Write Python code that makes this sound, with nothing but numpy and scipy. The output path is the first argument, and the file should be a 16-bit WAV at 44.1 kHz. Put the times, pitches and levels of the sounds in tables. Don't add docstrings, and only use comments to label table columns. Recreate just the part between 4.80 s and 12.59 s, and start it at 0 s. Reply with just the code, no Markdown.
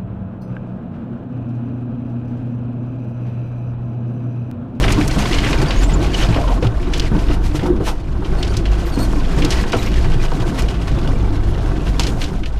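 import sys
import numpy as np
from scipy import signal
from scipy.fft import rfft, irfft, next_fast_len
from scipy.io import wavfile
from scipy.ndimage import map_coordinates

SR = 44100
rng = np.random.default_rng(int(sys.argv[2]) if len(sys.argv) > 2 else 0)


def to_wav(sig):
    pcm = np.clip(np.atleast_2d(sig), -1, 1) * 32767
    pcm = np.round(pcm).astype(np.int16)
    wavfile.write(sys.argv[1], SR, pcm.T)


N = 343539
T = np.arange(N) / SR

# time_s, level_db, strongest_hz, clatter_s
JOLTS = [(0.046, -17, 285, 0.039), (0.173, -7.5, 298, 0.014), (0.362, -9, 242, 0.017),
         (0.82, -12.5, 330, 0.013), (1.1, -13, 160, .07), (1.485, -10.5, 110, 0.0063),
         (1.56, -11.5, 694, 0.027), (1.676, -18, 850, 0.017), (1.824, -9, 425, 0.0078),
         (1.84, -6, 107, 0.011), (2.155, -17.5, 338.5, 0.014), (2.308, -9.5, 234, 0.0071),
         (2.345, -11, 308, 0.014), (2.495, -10, 268, 0.0073), (2.742, -13.5, 320, 0.0096),
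         (2.747, -27, 890, 0.013), (2.822, -11.5, 330, 0.12), (2.855, -19, 810, 0.025),
         (3.002, -12, 398, 0.0034), (3.075, -17, 780, 0.037), (4.165, -10, 293.7, 0.03),
         (4.194, -18, 650, .01), (4.559, -14, 147.9, 0.05), (4.635, -10, 328, 0.03),
         (4.933, -9, 720, 0.028), (5.33, -18.5, 114, 0.024), (5.518, -13.5, 744, 0.01),
         (6.28, -18.5, 146.9, 0.041), (7.194, -15, 794, 0.013)]
# time_s, level_db
BRUSH = [(0.0, -24.5), (0.12, -32), (0.26, -33), (0.4, -30), (0.49, -28), (0.82, -30.5), (1.15, -35.5),
         (1.3, -34), (1.43, -27.5), (1.51, -33), (1.72, -40), (1.82, -42.5), (2.08, -43.5), (2.23, -38),
         (2.29, -40), (2.52, -40.5), (2.6, -49), (2.82, -39), (2.94, -50), (3.22, -50.5), (3.4, -47),
         (3.66, -35), (3.82, -41.5), (4.06, -37.5), (4.32, -41.5), (4.51, -37), (4.76, -32.5), (4.89, -37),
         (5.0, -33.5), (5.19, -37.5), (5.72, -39), (6.47, -42), (7.1, -40), (7.35, -45.5), (7.79, -47)]
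# frequency_hz, gain_db
LEAF_SPECTRUM = [(500, -1.5), (1000, -1), (1560, -2.5), (2000, -2), (2850, -2.5), (3500, -5), (5200, -9),
                 (7000, -13.5), (9900, -21), (12000, -25.5), (14200, -31), (15200, -45)]


def engine(firings, load_db):
    # multiple_of_firing_rate, level_db
    orders = [(1, -1.5), (1.5, -20.5), (2, -16.5), (2.5, -22), (3, -19.5), (4, -21.5), (6, -25), (7, -22)]
    boom_hz, boom_half_width_hz, boom_peak_db = 97, 4.5, 12
    firing_hz = np.gradient(firings) * SR
    tone = 0
    for order, db in orders:
        drift = .4 * np.sqrt(order) * walk(12)
        boom_db = boom_peak_db / (1 + ((order * firing_hz - boom_hz) / boom_half_width_hz) ** 2)
        gain = undb(db + boom_db + 2.52 * walk(11))
        tone = tone + gain * np.sin(2 * np.pi * (order * firings + rng.random()) + drift)
    return unit(tone) * undb(load_db)


def body(drum_db):
    # frequency_hz, gain_db
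    sway_spectrum = [(12, -1), (22, 3), (28, 3.5), (38, -4), (60, 5), (80, -14), (130, -29), (250, -86)]
    # frequency_hz, gain_db
    drum_spectrum = [(60, -21), (80, -6.5), (103, 0.5), (144, -0.5), (180, -4.5), (245, -7), (300, -3),
                     (365, -7.5), (420, -13.5), (490, -16.5), (570, -23), (900, -60)]
    # time_s, level_db
    lurches = [(2.45, -17.5), (3.75, -26), (4.22, -19), (4.6, -15), (5.38, -11.5), (6.5, -18)]
    sway = unit(shape(rng.standard_normal(N), lambda f: colour(f, sway_spectrum)))
    shudder_hz = 22.7 * (1 + .062 * walk(5.2))
    shudder = unit(np.sin(2 * np.pi * np.cumsum(shudder_hz) / SR))
    shudder_db = swelling(-27.5, lurches, half_s=.19)
    stones = pings(rate=240, low_hz=70, high_hz=560, cycles=7, spread_db=1.5)
    drum = unit(shape(stones, lambda f: colour(f, drum_spectrum) * np.sqrt(f)))
    return sway * undb(-19.5) + shudder * undb(shudder_db) + drum * undb(drum_db)


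def jolts():
    # frequency_hz, width_hz, gain_db
    modes = [(113, 10.7, 13), (147, 12.5, 12), (209.4, 7.7, 6), (298.7, 11.7, 2), (366.7, 16.5, -2),
             (490, 33, -2), (674, 45, -12.5), (770, 23, -13.5), (940, 69, -6), (1340, 160, -4.5)]
    out, t = np.zeros(N), T[:SR // 2]
    for s, db, hz, clatter_s in JOLTS:
        force = .17 * rng.standard_normal(len(t)) * np.exp(-t / clatter_s) * min(clatter_s / .027, 1)
        force[0] += 2.2
        knock = shape(force, lambda f: ring(f, modes) * ring(f, [(hz, hz * .18, 0)]) / (1 + 1j * f / hz))
        add(out, s, knock / np.abs(knock).max() * undb(db + .5))
    return out


def running_gear(firings, grit_db):
    # frequency_hz, gain_db
    grit_spectrum = [(200, -6), (400, 6.5), (550, -1), (650, 3.5), (900, -0.5), (1150, -3), (1500, -3.5),
                     (2250, -24.5), (3600, -21.5), (6000, -48), (10000, -33.5), (14500, -50)]
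    # peak_s, level_db
    bouts = [(0.85, -38), (1.18, -31), (1.45, -35), (1.66, -25)]
    grit = smear(grains(rate=270, spread_db=2.5), decay_s=.0078)
    clatter = unit(np.exp(-(firings % 1) / .68) * rng.standard_normal(N))
    hiss = unit(shape(grit + undb(-9.5) * clatter, lambda f: colour(f, grit_spectrum)))
    rattle = pings(rate=150, low_hz=430.4, high_hz=1076.5, cycles=14, spread_db=4)
    return hiss * undb(grit_db + 1) + rattle * undb(swelling(grit_db - 6.5, bouts, half_s=.086))


def foliage():
    # peak_s, level_db
    sprigs = [(0.36, -37.5), (1.7, -49), (4.17, -44), (4.81, -48), (5.66, -44), (7.26, -45)]
    # peak_s, level_db, half_length_s
    boughs = [(0.115, -27.5, .011), (1.41, -33, 0.024), (2.42, -40, 0.033), (2.538, -34, 0.011),
              (2.66, -32, 0.015), (2.763, -27, 0.01), (2.868, -34, 0.0078), (3.082, -24.5, 0.017),
              (4.735, -31.5, 0.023), (5.796, -26, 0.01), (7.422, -30.5, 0.016)]
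    brush_db, = curves(BRUSH)
    leaf_db = swelling(brush_db - 7.5, sprigs, half_s=.19)
    ticks = smear(grains(rate=260, spread_db=3.8), decay_s=.008)
    contact = unit(on_panel(ticks + undb(-2.5) * grains(rate=7000, spread_db=-3), ring_db=-49))
    stems = pings(rate=220, low_hz=1520, high_hz=12920, cycles=7, spread_db=2.5)
    drag = contact + undb(-6) * unit(on_panel(stems, ring_db=-22))
    leaves = shape(drag, lambda f: f ** 4 / (f ** 4 + 5500 ** 4))
    catch_db = 1.3 * walk(40)
    crackle = unit(drag - leaves) * undb(brush_db + 1.5 + catch_db + 1.2 * walk(60))
    hiss = unit(leaves) * undb(leaf_db - 4 + catch_db + 1.5 * walk(35))
    sweep = sum(undb(db) * np.exp(1 - np.hypot(1, (T - s) * 1.04 / half)) for s, db, half in boughs)
    brushing = on_panel(grains(rate=4500, spread_db=.5), ring_db=-24)
    swish = unit(shape(brushing, lambda f: np.hypot(1, f / 6000)))
    return crackle + hiss + swish * sweep


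def on_panel(x, ring_db):
    # frequency_hz, width_hz, gain_db
    modes = [(2970, 50, 11), (3740, 180, 6), (5070, 330, 1)]
    return shape(x, lambda f: colour(f, LEAF_SPECTRUM) * (1 + undb(ring_db) * ring(f, modes)))


def twigs():
    # start_s, level_db, brightest_hz, crunch_decay_s
    slaps = [(0.039, -10, 1880, 0.015), (0.08, -10, 2290, 0.015), (0.102, -16, 2300, .014),
             (0.121, -14.5, 6950, 0.015), (0.21, -16, 2220, 0.0085), (0.277, -13.5, 6500, 0.0046),
             (0.31, -18.5, 4200, .008), (0.455, -11, 2200, 0.0033), (0.528, -13.5, 2900, 0.093),
             (0.585, -12, 2990, 0.017), (0.637, -13, 2060, 0.0063), (0.646, -12.5, 2010, 0.0066),
             (0.665, -12.5, 1890, 0.015), (0.729, -9.5, 2470, 0.014), (0.906, -13.5, 2950, 0.048),
             (1.341, -17, 3600, 0.017), (1.543, -19.5, 2700, 0.054), (1.571, -21, 1802, 0.013),
             (1.677, -23.5, 3000, 0.02), (1.825, -19, 2820, 0.03), (1.868, -23, 3224, .008),
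             (2.028, -25, 2300, 0.041), (2.135, -14, 3500, 0.049), (2.176, -20, 6000, .006),
             (2.196, -12, 4085, 0.008), (2.218, -22.5, 2320, 0.046), (2.484, -26, 2420, 0.042),
             (2.792, -19, 2140, 0.0044), (3.446, -27, 3120, 0.026), (3.627, -14.5, 3333, 0.016),
             (3.675, -24, 4517, 0.0085), (3.767, -16.5, 5400, 0.022), (3.854, -18.5, 3080, 0.023),
             (4.62, -15, 2670, 0.052), (4.647, -14, 5000, 0.011), (4.705, -11.5, 5600, 0.027),
             (4.722, -12, 3370, 0.025), (4.838, -17.5, 1497, 0.0077), (4.92, -15, 3870, .005),
             (4.93, -12, 2470, 0.027), (5.06, -25.5, 5984, 0.032), (5.14, -18, 2946, 0.0076),
             (5.243, -22, 2236, 0.035), (5.318, -26, 2650, 0.0072), (5.82, -22, 5050, .005),
             (5.884, -19.5, 3070, 0.022), (6.274, -20, 3030, 0.0055), (7.079, -27, 2980, 0.011),
             (7.195, -10, 4797, 0.029), (7.233, -17.5, 4523, 0.037), (7.267, -15, 4230, 0.018),
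             (7.415, -17.5, 3190, 0.027), (7.439, -18, 3980, 0.024), (7.634, -23, 2347, 0.012),
             (7.657, -22, 3174, 0.016)]
    rise_s, crack_s = .0008, .008
    out, t = np.zeros(N), T[:SR // 5]
    for s, db, hz, decay_s in slaps + flicks():
        chatter = rng.standard_normal(len(t))
        chatter *= undb(1.5 * np.repeat(rng.standard_normal(len(t)), 64)[:len(t)])
        crack = shape(chatter, lambda f: ring(f, [(hz, hz * 1.15, 0)]) ** 2
                      / np.hypot(1, (f / 11000) ** 2))
        crack = unit(crack) * np.exp(-(t / crack_s) ** 2)
        contact = on_panel(chatter, ring_db=-9)
        crunch = shape(contact, lambda f: .1 + np.abs(ring(f, [(hz, hz * 1.4, 0)])))
        crunch = unit(crunch) * np.exp(-t / decay_s)
        weak_modes_hz = hz * 2 ** rng.uniform(-1.3, .2, (4, 1))
        wood = np.sin(2 * np.pi * hz * t) + .7 * np.sin(2 * np.pi * weak_modes_hz * t).sum(0)
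        wood *= np.exp(-t * hz / 18)
        blow = (.7 * crack + .58 * crunch + .5 * wood) * (1 - np.exp(-t / rise_s))
        add(out, s, blow * undb(db - 7))
    return out


def flicks(rate=9, above_brush_db=3, scatter_db=2, centre_hz=3200, decay_s=.005):
    rows = []
    for when, strength, pitch in rng.random((int(rate * N / SR), 3)):
        s = when * N / SR
        db = np.interp(s, *np.transpose(BRUSH)) + above_brush_db + scatter_db * (2 * strength - 1)
        rows.append((s, db, centre_hz * 2 ** (pitch - .5), decay_s))
    return rows


def groan(peak_s=2.908, rise_s=.044, fall_s=.052, pitch_hz=358.6, slip_s=.008):
    hz = pitch_hz * (1 + .031 * walk(60))
    tone = unit(np.sin(2 * np.pi * np.cumsum(hz) / SR))
    since = T - peak_s
    push = np.exp(-np.maximum(-since / rise_s, since / fall_s))
    slip = undb(7.5) * np.exp(-(since / slip_s) ** 2)
    return tone * (push + slip) * undb(-20 + 1.67 * walk(70))


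def squeaks():
    # start_s, length_s, pitch_hz, bend_share, level_db, overtone_step_db
    slides = [(0.042, .07, 10650, -.02, -48, -15), (0.874, .026, 4700, 0.026, -32, -15),
              (0.958, 0.047, 6650, 0.048, -36.5, -20), (1.024, 0.052, 7250, 0.028, -35, -22),
              (1.06, 0.046, 8200, .05, -43, -20), (1.131, 0.025, 7130, 0.011, -30, -20),
              (1.335, 0.024, 3010, -.01, -20.5, -20), (1.375, 0.087, 3040, .03, -29.5, -10),
              (3.565, 0.055, 4350, -.05, -40, -9), (3.676, .04, 4510, .04, -39, -12),
              (4.056, .07, 12640, .01, -48, -6), (4.118, 0.043, 4410, -0.063, -36, -9),
              (4.185, 0.075, 4370, -.04, -32, -4.5), (4.951, 0.18, 12780, -.03, -51, -15),
              (4.986, 0.015, 4000, -.04, -29.5, -16), (6.125, 0.066, 3505, .01, -45, -13),
              (6.4, 0.02, 3500, 0.025, -41, -12), (6.68, 0.038, 10870, .02, -51, -13)]
    # frequency_hz, gain_db
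    rasp_spectrum = [(1000, -25), (4000, 0), (7000, -4), (13000, -10), (15000, -25)]
    out = np.zeros(N)
    grip = undb(3 * walk(220) + 3.2 * walk(50))
    waver = .024 * walk(2600) + .013 * walk(140)
    rasp = unit(shape(rng.standard_normal(N), lambda f: colour(f, rasp_spectrum)))
    for s, length_s, hz, bend, db, step_db in slides + chirps():
        here = slice(int(s * SR), int((s + length_s) * SR))
        progress = (T[here] - s) / length_s
        phase = 2 * np.pi * np.cumsum(hz * (1 + bend * (progress - .5) + waver[here])) / SR
        tone = sum(undb(step_db * (k - 2.5)) * np.sin(k * phase) for k in range(1, 4) if k * hz < 13400)
        scrape = tone + 1.3 * undb(step_db) * rasp[here]
        arch = np.sqrt(np.abs(np.sin(np.pi * progress)))
        add(out, s, unit(scrape * grip[here] * arch) * undb(db - 3.5))
    return out


def chirps(start_s=5.0, end_s=7.1, rate=7, length_s=.018, low_hz=1800, high_hz=9000, step_db=-15):
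    rows = []
    for when, pitch, bend in rng.random((int(rate * (end_s - start_s)), 3)):
        s = start_s + when * (end_s - start_s)
        hz = low_hz * (high_hz / low_hz) ** pitch
        db = np.interp(s, *np.transpose(BRUSH)) + 3 + 20 * np.log10(colour(hz, LEAF_SPECTRUM))
        rows.append((s, length_s, hz, .05 * (2 * bend - 1), db, step_db))
    return rows


def reflections(x, echo_db, count):
    out = x.copy()
    for delay_s, sign in zip(rng.uniform(.000967, .011, count), rng.choice([-1, 1], count)):
        add(out, delay_s, sign * undb(echo_db) * x)
    return out / np.sqrt(1 + count * undb(2 * echo_db))


def pings(rate, low_hz, high_hz, cycles, spread_db):
    out = np.zeros(N)
    for when, place, size in rng.random((int(rate * N / SR), 3)):
        hz = low_hz * (high_hz / low_hz) ** place
        turns = T[:int(5 * cycles * SR / hz)] * hz
        stray = .065 * np.sqrt(hz / SR) * np.cumsum(rng.standard_normal(len(turns)))
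        swing = np.sin(2 * np.pi * (turns + stray)) * np.exp(-turns / cycles)
        add(out, when * N / SR, swing * undb(-spread_db * np.log(size + .043)) * np.sqrt(hz))
    return unit(out)


def grains(rate, spread_db):
    size = undb(spread_db * np.minimum(rng.exponential(size=N), 5))
    return unit((rng.random(N) < rate / SR) * size * rng.choice([-1, 1], N))


def smear(clicks, decay_s):
    retained = np.exp(-1 / (decay_s * SR))
    energy = signal.lfilter([1], [1, -retained], clicks ** 2)
    return unit(np.sqrt(energy) * rng.standard_normal(N))


def shaken(steady_db, share_db, rise_s=.0032, decay_s=.033):
    power = undb(2 * steady_db)
    settle = (1 - np.exp(-T[:SR] / rise_s)) * np.exp(-T[:SR] / decay_s)
    for s, db, _, _ in JOLTS:
        add(power, s, (undb(db + share_db) * settle) ** 2)
    return 10 * np.log10(power)


def swelling(steady_db, swells, half_s):
    power = sum(undb(2 * db) * np.exp(-((T - s) / half_s) ** 2) for s, db in swells)
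    return 10 * np.log10(undb(2 * steady_db) + power)


def ring(f, modes):
    return sum((-1) ** k * undb(db) / (1 + 1j * (f * f - hz * hz) / (f * width))
               for k, (hz, width, db) in enumerate(modes))


def colour(f, points):
    hz, db = np.transpose(points)
    return undb(np.interp(np.log(f), np.log(hz), db))


def shape(x, response):
    size = next_fast_len(len(x) + 4096)
    f = np.maximum(np.arange(size // 2 + 1) * SR / size, 1)
    return irfft(rfft(x, size) * response(f), size)[:len(x)]


def walk(rate):
    knots = rng.standard_normal(int(8 * rate) + 4)
    return map_coordinates(knots, [T * rate], order=1) * 1.39


def curves(table):
    s, *columns = np.transpose(table)
    return [np.interp(T, s, c) for c in columns]


def add(out, s, x):
    i = max(int(s * SR), 0)
    out[i:i + len(x)] += x[:max(N - i, 0)]


def undb(db):
    return 10 ** (np.asarray(db) / 20)


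def unit(x):
    return x / np.sqrt(np.mean(x ** 2) + 1e-18)


def scene():
    # time_s, firing_hz, level_db
    throttle = [(0.0, 40.65, -11), (0.2, 36.37, -19), (0.55, 35.53, -17.5), (0.9, 35.8, -18.5),
                (1.0, 41.25, -12.5), (1.3, 44.2, -12.5), (1.47, 43.84, -21.5), (1.75, 43.27, -14.5),
                (2.02, 45.68, -23.5), (2.25, 46.06, -15.5), (2.7, 47.6, -18.5), (3.12, 49.26, -30),
                (3.4, 49.73, -21), (3.95, 50.78, -18.5), (4.42, 51.16, -23), (4.8, 52.74, -20.5),
                (5.35, 52.2, -14.5), (5.68, 50.1, -23.5), (6.3, 49.94, -19.5), (6.75, 46.63, -18),
                (7.15, 44.28, -17.5), (7.4, 43.77, -29), (7.79, 44, -30)]
    # time_s, level_db
    roughness = [(0.0, -16), (0.26, -22), (0.65, -23), (1.15, -20.5), (1.4, -22), (1.76, -24.5),
                 (1.97, -25), (2.3, -27), (2.55, -23.5), (2.68, -30), (2.82, -24), (2.97, -24.5),
                 (3.18, -33), (3.36, -27), (3.62, -24), (3.82, -27), (4.32, -24.5), (4.62, -22.5),
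                 (4.8, -25.5), (5.44, -27.5), (5.68, -20.5), (6.05, -26.5), (6.35, -23.5), (6.9, -25),
                 (7.35, -24.5), (7.79, -30)]
    usual_ground_db, usual_brush_db = -24, -40.5
    firing_hz, load_db = curves(throttle)
    firings = np.cumsum(firing_hz) / SR
    ground_db = curves(roughness)[0] + .8 * walk(9)
    brush_db, = curves(BRUSH)
    drum_db = shaken(ground_db + 1, share_db=-6.5)
    rolling_db = -33 + .86 * (ground_db - usual_ground_db) + .14 * (brush_db - usual_brush_db)
    grit_db = shaken(rolling_db, share_db=-17.5)
    vehicle = engine(firings, load_db) + body(drum_db) + jolts() + groan()
    outside = reflections(running_gear(firings, grit_db) + foliage() + squeaks(), echo_db=-20.5, count=6)
    return (vehicle + outside + twigs())[None]


def record(dry):
    cutoff_hz = 15000
    rounded = dry / (1 + dry ** 6) ** (1 / 6)
    return signal.sosfilt(signal.ellip(10, .2, 80, cutoff_hz, fs=SR, output="sos"), rounded)


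dry = scene()
out = record(dry)
to_wav(out)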